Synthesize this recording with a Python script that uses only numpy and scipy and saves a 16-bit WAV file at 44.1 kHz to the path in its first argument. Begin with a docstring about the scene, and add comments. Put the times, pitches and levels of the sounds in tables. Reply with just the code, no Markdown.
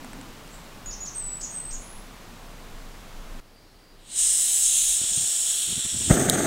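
"""A canister stove at a forest campsite: its gas jet hisses through the burner's resonances from 4.2 s.
A lighter flame flutters in the stream, the gas catches with a pop and roars, and the lighter clicks once.
Before that: forest air, gusts on the microphone, ticks in the litter and a small bird's thin, high phrase
echoing among the trees. At 3.4 s the scene cuts to a second shot with quieter forest air, and another
bird calls far off."""
import sys
import numpy as np
from scipy import signal
from scipy.fft import rfft, irfft
from scipy.io import wavfile

SR = 44100
rng = np.random.default_rng(int(sys.argv[2]) if len(sys.argv) > 2 else 0)


def master(y):
    """Save y as 16-bit WAV."""
    cut = np.clip(np.atleast_2d(y).T, -1, 1)
    pcm = np.round(cut * 32767)  # scale
    wavfile.write(sys.argv[1], SR, pcm.astype(np.int16))


N = 284886
IGNITION_S = 6.1105


def from_db(db):
    return 10 ** (np.asarray(db) / 20)


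def seconds():
    return np.arange(N) / SR


def rms_one(x):
    return x / np.sqrt(np.mean(x ** 2) + 1e-20)


def switch(at_s, fade_s):
    """Linear 0-to-1 ramp centred on at_s."""
    return np.clip((seconds() - at_s) / fade_s + .5, 0, 1)


def swells(rows):
    """Sum of Gaussian gain bumps. Each row: centre in seconds, peak in dB, sigma in seconds."""
    return sum(from_db(db) * np.exp(-.5 * ((seconds() - s) / sigma_s) ** 2) for s, db, sigma_s in rows)


def drift(rate_hz):
    """Smoothed random steps, eight per cycle; rms 1."""
    steps = seconds() * rate_hz * 8
    smoothed = signal.lfilter([1], [1, -1, .25], rng.standard_normal(N // 4))[20:]
    return rms_one(np.interp(steps, np.arange(len(smoothed)), smoothed))


def coloured_noise(spectrum):
    """Noise shaped by (Hz, dB) points; rms 1."""
    hz, db = np.transpose(spectrum)
    gain = from_db(np.interp(np.log(np.fft.rfftfreq(N, 1 / SR) + 1), np.log(hz), db))
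    return rms_one(irfft(rfft(rng.standard_normal(N)) * gain, N))


def resonate(x, hz, width_hz):
    """Resonator applied twice: unity peak, steep skirts."""
    b, a = signal.iirpeak(min(hz, .45 * SR), hz / (1.5 * width_hz), fs=SR)
    return signal.lfilter(b, a, signal.lfilter(b, a, x + 1e-18))


def forest(cut_s):
    """Distant air, handling bumps and wind rumble on the microphone; a quieter second shot from cut_s."""
    # Air spectra. Each row: frequency in Hz, relative density in dB.
    air_spectrum = [(35, -47), (60, -5), (118, -1.5), (183, -0.5), (266, -2.5), (359, -7), (1100, -8),
                    (1630, -12.5), (3930, -17), (4850, -19), (7540, -21.5), (8870, -24), (15500, -28.5)]
    second_shot_spectrum = [(30, -14), (60, -1), (300, -2.5), (620, -6), (1000, -9.5), (1500, -11.5),
                            (3500, -16), (4700, -14.5), (6000, -20.5), (15500, -26)]
    # Soft bumps and gusts. 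Each row: centre in seconds, peak in dB, sigma in seconds.
    bumps = [(0.04, -45, 0.032), (0.205, -45, 0.054), (3.38, -48, 0.02)]
    gusts = [(0.3, -49.5, 0.22), (0.9, -45, 0.038), (1.242, -41.5, 0.04), (1.43, -46, 0.03),
             (1.76, -38.5, 0.046), (2.8, -46, 0.37), (3.34, -39.5, 0.086), (4.32, -53, 0.06),
             (4.8, -49.5, 0.08)]
    air_db = -46 + 2 * np.exp(-seconds() / 0.61)
    air = from_db(air_db) * coloured_noise(air_spectrum)
    handling = swells(bumps) * rms_one(resonate(rng.standard_normal(N), 264, 32))
    second_shot_air = from_db(-55) * coloured_noise(second_shot_spectrum)
    sway_hz = 27.5 + 5 * drift(11)  # the microphone sways on its mount
    sway = rms_one(np.sin(2 * np.pi * np.cumsum(sway_hz) / SR) * from_db(3.5 * drift(10)))
    wind = from_db(-49) + swells([gust for gust in gusts if gust[0] < cut_s])
    breeze = from_db(-54.5) + swells([gust for gust in gusts if gust[0] > cut_s])
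    after_cut = switch(cut_s, 0.0064)
    first_shot = air + handling + wind * sway
    return (1 - after_cut) * first_shot + after_cut * (second_shot_air + breeze * sway)


def litter_ticks(gain_db, decay_s):
    """Dry snaps in the forest litter: a bright crack over a dull body."""
    # Each row: start in seconds, relative level in dB, body re crack in dB.
    snaps = [(0.046, -28.5, 6), (0.1326, -30.5, 9.5), (0.2131, -30.5, 8), (0.476, -39, 1),
             (0.8606, -30.5, 7), (1.0669, -33, -3)]
    crack, body = np.zeros((2, N))
    for start_s, db, body_db in snaps:
        age_s = seconds() - start_s
        force = from_db(db + gain_db) * (age_s >= 0) * np.exp(-np.abs(age_s) / decay_s)
        crack += force
        body += from_db(body_db) * force
    grit = rng.standard_normal(N)
    return resonate(crack * grit, 8100, 1300) + resonate(body * grit, 880, 1030)


def note(start_s, length_s, pitches_hz, db, rasp_hz, attack_s, release_s, fade_db_per_s=0):
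    """Sine on a parabola through first, middle and last pitch, roughened by the signal rasp_hz."""
    at = np.arange(int(start_s * SR), int((start_s + length_s) * SR))
    age_s = (at - at[0]) / SR
    hz = np.polyval(np.polyfit([0, .5, 1], pitches_hz, 2), age_s / length_s) + rasp_hz[at]
    gate = np.clip(np.minimum(age_s / attack_s, (length_s - age_s) / release_s), 0, 1)
    out = np.zeros(N)
    out[at] = from_db(db - fade_db_per_s * age_s) * gate * np.sin(2 * np.pi * np.cumsum(hz) / SR)
    return out


def among_trees(x, t60_s, wet_db):
    """Trunks scatter a decaying cloud of echoes."""
    t = np.arange(SR) / SR
    echoes = rng.standard_normal(SR) * from_db(-60 * t / t60_s) * (1 - np.exp(-t / 0.0017))
    wet = signal.fftconvolve(x, echoes / np.linalg.norm(echoes))[:N]
    return x + from_db(wet_db) * wet


def near_bird(gain_db, edge_s, rasp_rate_hz):
    """Curved whistles and raspy chips; each chip is a quick flick, then a louder note."""
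    # Each row: start and length in seconds, first, middle and last pitch in Hz, relative level in dB,
    # attack in seconds.
    whistles = [(0.857, 0.046, 6700, 6840, 6740, -37, 0.004), (1, 0.057, 6750, 6850, 6840, -36.5, 0.008),
                (1.146, 0.268, 8420, 7855, 8140, -33, 0.0089), (1.493, 0.2, 8570, 8170, 8380, -34, 0.063),
                (1.791, 0.215, 10010, 10410, 10980, -49.5, 0.043)]
    # Each row: start and length in seconds, pitch in Hz, relative level in dB, flick and note sweep in Hz.
    chips = [(0.507, 0.036, 7830, -51.5, -200, -200), (0.902, 0.026, 6170, -37, -2400, -1450),
             (1.051, 0.023, 6230, -35, -2900, -1100), (1.408, 0.0326, 6740, -32, 1400, -50),
             (1.705, 0.038, 6720, -36.5, 1400, -100)]
    flick_s, chip_edge_s = 0.019, 0.0066
    slope, arch_hz = np.array([-.5, 0, .5]), np.array([-198, 0, -198])
    song, rasp = np.zeros(N), drift(rasp_rate_hz)
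    for start_s, length_s, *pitches_hz, db, attack_s in whistles:
        song += note(start_s, length_s, pitches_hz, db, 48.3 * rasp, attack_s, edge_s, fade_db_per_s=31)
    for start_s, length_s, hz, db, flick_sweep_hz, sweep_hz in chips:
        flick_hz = hz - 250 + arch_hz + flick_sweep_hz * slope
        note_hz = hz + arch_hz + sweep_hz * slope
        song += note(start_s, flick_s, flick_hz, db - 3, 600 * rasp, chip_edge_s, chip_edge_s)
        song += note(start_s + flick_s, length_s, note_hz, db, 340 * rasp, edge_s, chip_edge_s)
    return from_db(gain_db) * among_trees(song, t60_s=0.44, wet_db=0.5)


def far_bird(edge_s, waver_rate_hz):
    """Held, wavering notes that arrive mostly as echoes."""
    # Each row: start and length in seconds, pitch in Hz, direct level in dB.
    notes = [(3.45, 0.3, 5500, -79), (3.53, 0.08, 4750, -63), (3.58, 0.16, 4230, -73),
             (3.76, 0.12, 4750, -68)]
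    waver_hz = 65 * drift(waver_rate_hz)
    calls = sum(note(start_s, length_s, [hz] * 3, db, waver_hz, edge_s, edge_s)
                for start_s, length_s, hz, db in notes)
    return among_trees(calls, t60_s=0.7, wet_db=7)


def jet_gains(valve_open_s=4.1964, rise_db_per_s=249, lit_fade_db_per_s=14):
    """Tube, core and top band gains: raised by the valve, sinking once lit; the hand shades the treble."""
    # Each row: time in seconds, relative core and top band levels in dB.
    shading = [(4.2, -21, -36.5), (4.29, -19.5, -34.5), (4.44, -23.5, -31.5), (4.62, -21, -30),
               (4.66, -18, -33), (4.72, -21.5, -32.5), (4.94, -22.5, -32.5), (5.02, -25.5, -38.5),
               (5.46, -24.5, -34.5), (5.6, -27.5, -34), (5.82, -29, -39.5), (6.21, -25.5, -40.5)]
    t = seconds()
    times_s, core_points_db, top_points_db = np.transpose(shading)
    flow_db = -rise_db_per_s * np.clip(valve_open_s - t, 0, 1)
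    flow_db -= lit_fade_db_per_s * np.maximum(t - IGNITION_S, 0)
    flame_damping_db = 0.5 * switch(IGNITION_S, 0.055)
    tube_db = -36.5 + 0.57 * flow_db  # mixing tube drone
    core_db = np.interp(t, times_s, core_points_db) + flow_db
    top_db = np.interp(t, times_s, top_points_db) + 0.99 * flow_db - flame_damping_db
    return from_db(tube_db), from_db(core_db), from_db(top_db)


def burner_hiss(modes, gain_db, wander_db, shared):
    """Jet turbulence drives the burner's modes; its shared part cancels between them, leaving notches."""
    common = np.sqrt(shared) * rng.standard_normal(N)
    turbulence = common + np.sqrt(1 - shared) * rng.standard_normal((2, N))
    wanders = [from_db(wander_db * drift(3)) for _ in range(4)]
    tube, core, top = np.zeros((3, N))
    for k, (hz, width_hz, db) in enumerate(modes):
        band = tube if hz < 4600 else core if hz < 9350 else top
        band += from_db(db) * wanders[k % 4] * resonate(turbulence[k % 2], hz, width_hz)
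    tube_gain, core_gain, top_gain = jet_gains()
    hiss = tube_gain * rms_one(tube) + core_gain * rms_one(core) + top_gain * rms_one(top)
    return from_db(gain_db) * hiss


def past_hand(x):
    """Close echoes off the moving hand comb the sound."""
    # Each row: start, end and lag in seconds, echo-to-direct ratio.
    reflections = [(3.9, 4.6, 0.00099, 0.2), (4.65, 4.96, 0.00029, 0.27), (5.75, 5.98, 0.000537, 0.2),
                   (5.9, 6.3, 0.000372, 0.18)]
    hz, out = np.fft.rfftfreq(N, 1 / SR), x.copy()
    for start_s, end_s, lag_s, ratio in reflections:
        echo = irfft(rfft(x) * np.exp(-2j * np.pi * hz * lag_s), N)
        out += ratio * switch(start_s, .1) * (1 - switch(end_s, .1)) * echo
    return out


def gas(shield_s):
    """The hiss changes colour as the hand shields the burner, and again once it is lit."""
    # Burner resonances per state. Each row: frequency and width in Hz, relative level in dB.
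    open_modes = [(720, 310, -31.5), (1770, 630, -29.5), (3460, 1170, -15), (3830, 260, -20),
                  (5130, 280, -26), (5440, 430, -12), (6550, 380, -4.5), (7240, 560, -5.5), (7970, 360, 2),
                  (8620, 240, 0.5), (8880, 420, -1), (9870, 900, -14.5), (10230, 640, -10.5),
                  (11140, 330, -16), (11800, 800, -18), (14100, 1000, -23.5), (15500, 1000, -24)]
    shielded_modes = [(685, 350, -23), (1680, 700, -20), (3414, 760, -5.5), (3940, 340, -14),
                      (5240, 310, -12.5), (5580, 230, -6), (6260, 130, -23), (7020, 560, 0.5),
                      (7390, 110, 3), (7960, 360, 4), (8330, 320, -0.5), (8580, 330, 1.5), (9360, 260, -2),
                      (10000, 530, -5), (11000, 400, -12), (11440, 1000, -15), (13900, 1400, -17.5),
                      (15400, 900, -22)]
    lit_modes = [(3490, 640, -7), (4140, 850, -14.5), (5450, 270, -11), (6430, 350, -0.5), (6790, 460, 2),
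                 (7530, 76, 1), (7880, 360, 1.5), (8620, 240, 4.5), (9320, 530, -6.5), (10800, 900, -24),
                 (12800, 910, -17), (13650, 700, -17), (15000, 1200, -22)]
    free = burner_hiss(open_modes, gain_db=0.72, wander_db=1.7, shared=0.25)
    shielded = burner_hiss(shielded_modes, gain_db=0.54, wander_db=1.0, shared=0.44)
    burning = burner_hiss(lit_modes, gain_db=-0.6, wander_db=1.5, shared=0.36)
    near, lit = switch(shield_s, 0.059), switch(IGNITION_S, 0.055)
    hiss = np.sqrt(1 - near) * free + np.sqrt(near * (1 - lit)) * shielded + np.sqrt(lit) * burning
    sputter_db = 0.5 + 0.7 * lit  # the flame shakes the hiss
    return past_hand(hiss) * from_db(sputter_db * drift(39.7))


def lighter_flame():
    """The gas stream tears at the small flame in short, dull puffs."""
    # Each row: centre in seconds, peak in dB, sigma in seconds.
    puffs = [(5.015, -37, 0.0021), (5.041, -41, 0.0055), (5.122, -43, 0.007), (5.177, -38.5, 0.0048),
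             (5.22, -47.5, 0.029), (5.696, -38.5, 0.011), (5.728, -34, 0.0061), (5.782, -38.5, 0.013),
             (5.858, -34.5, 0.006), (5.956, -39, 0.024), (6.020, -34, 0.014), (6.089, -32.5, 0.022)]
    spectrum = [(30, -11), (80, 2.5), (150, 0), (330, -7.5), (520, -23), (1000, -25), (3000, -26),
                (8000, -80)]
    return swells(puffs) * coloured_noise(spectrum)


def ignition(gain_db):
    """Pooled gas flares in a quick pop and a slower surge, each a pressure peak between two dips."""
    # Each row: centre in seconds, relative peak in dB, width in seconds.
    pulses = [(6.1105, -1.5, 0.0015), (6.1285, -15, 0.0052)]
    out = np.zeros(N)
    for centre_s, db, width_s in pulses:
        u = (seconds() - centre_s) / width_s
        out += from_db(db + gain_db) * (1 - u ** 2) * np.exp(-u ** 2 / 2)
    return out


def flame_strength(fade_db_per_s=2, rise_s=0.049):
    """Flame envelope: a flash as the gas catches, then a slowly fading burn."""
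    age_s = np.maximum(seconds() - IGNITION_S, 0)
    ripple_s = seconds() - 5.3  # the ripple is all but gone by ignition
    ripple_db = 6.5 * np.cos(2 * np.pi * ripple_s / 0.104) * np.exp(-np.maximum(ripple_s, 0) / 0.13)
    flash = swells([(IGNITION_S, -15, 0.0056)])
    return flash + from_db(-24 - fade_db_per_s * age_s + ripple_db) * switch(IGNITION_S, rise_s)


def roar(gain_db, rough_db, notch_hz):
    """Uneven bursts of burning gas resound between burner, pot and ground, with one midrange notch."""
    # Each row: frequency and width in Hz, relative level in dB.
    modes = [(60, 74, -14), (164, 98, 0), (276, 113, 2), (371, 127, -3.5), (535, 70, -7), (647, 135, -5.5),
             (1240, 290, -13.5), (1620, 380, -13.5), (1880, 190, -18)]
    bursts = rng.standard_normal((2, N)) * from_db(rough_db * drift(120))
    body = sum(from_db(db) * resonate(bursts[k % 2], hz, width_hz)
               for k, (hz, width_hz, db) in enumerate(modes))
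    body = signal.lfilter(*signal.iirnotch(notch_hz, 5, fs=SR), body)
    return from_db(gain_db) * flame_strength() * rms_one(body)


def ring(x, hz, t60_s):
    """Damped mode: a unit impulse rings a sine of height 1."""
    r, w = from_db(-60 / (t60_s * SR)), 2 * np.pi * hz / SR
    return signal.lfilter([0, np.sin(w)], [1, -2 * r * np.cos(w), r * r], x + 1e-18)


def lighter_click(at_s):
    """One hard contact rings the lighter's short-lived modes."""
    # Each row: frequency in Hz, level in dB, t60 in seconds.
    modes = [(3230, -12.5, 0.0067), (3880, -6.5, 0.0095), (5270, -15, 0.0064), (6100, -13, 0.007),
             (7560, -4, 0.0055), (10450, -6.5, 0.0059), (14300, -8, 0.0035)]
    blow = np.zeros(N)
    blow[round(at_s * SR)] = 1
    return sum(from_db(db) * ring(blow, hz, t60_s) * (-1) ** k for k, (hz, db, t60_s) in enumerate(modes))


def scene():
    """Forest, birds, stove and lighter; one microphone on both channels."""
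    outdoors = forest(cut_s=3.403) + litter_ticks(gain_db=3.5, decay_s=0.0011)
    birds = near_bird(gain_db=1.5, edge_s=0.0038, rasp_rate_hz=497.5)
    birds += far_bird(edge_s=0.025, waver_rate_hz=150)
    stove = gas(shield_s=5.0) + ignition(gain_db=-1) + roar(gain_db=1.5, rough_db=2, notch_hz=1020)
    lighter = lighter_flame() + lighter_click(at_s=6.2978)
    return np.tile(outdoors + birds + stove + lighter, (2, 1))


def record(dry):
    """Clip at full scale, then low-pass at 15.72 kHz."""
    lowpass = signal.ellip(10, .1, 70, 15720, fs=SR, output="sos")
    return signal.sosfilt(lowpass, np.clip(dry, -1, 1))


dry = scene()
out = record(dry)
master(out)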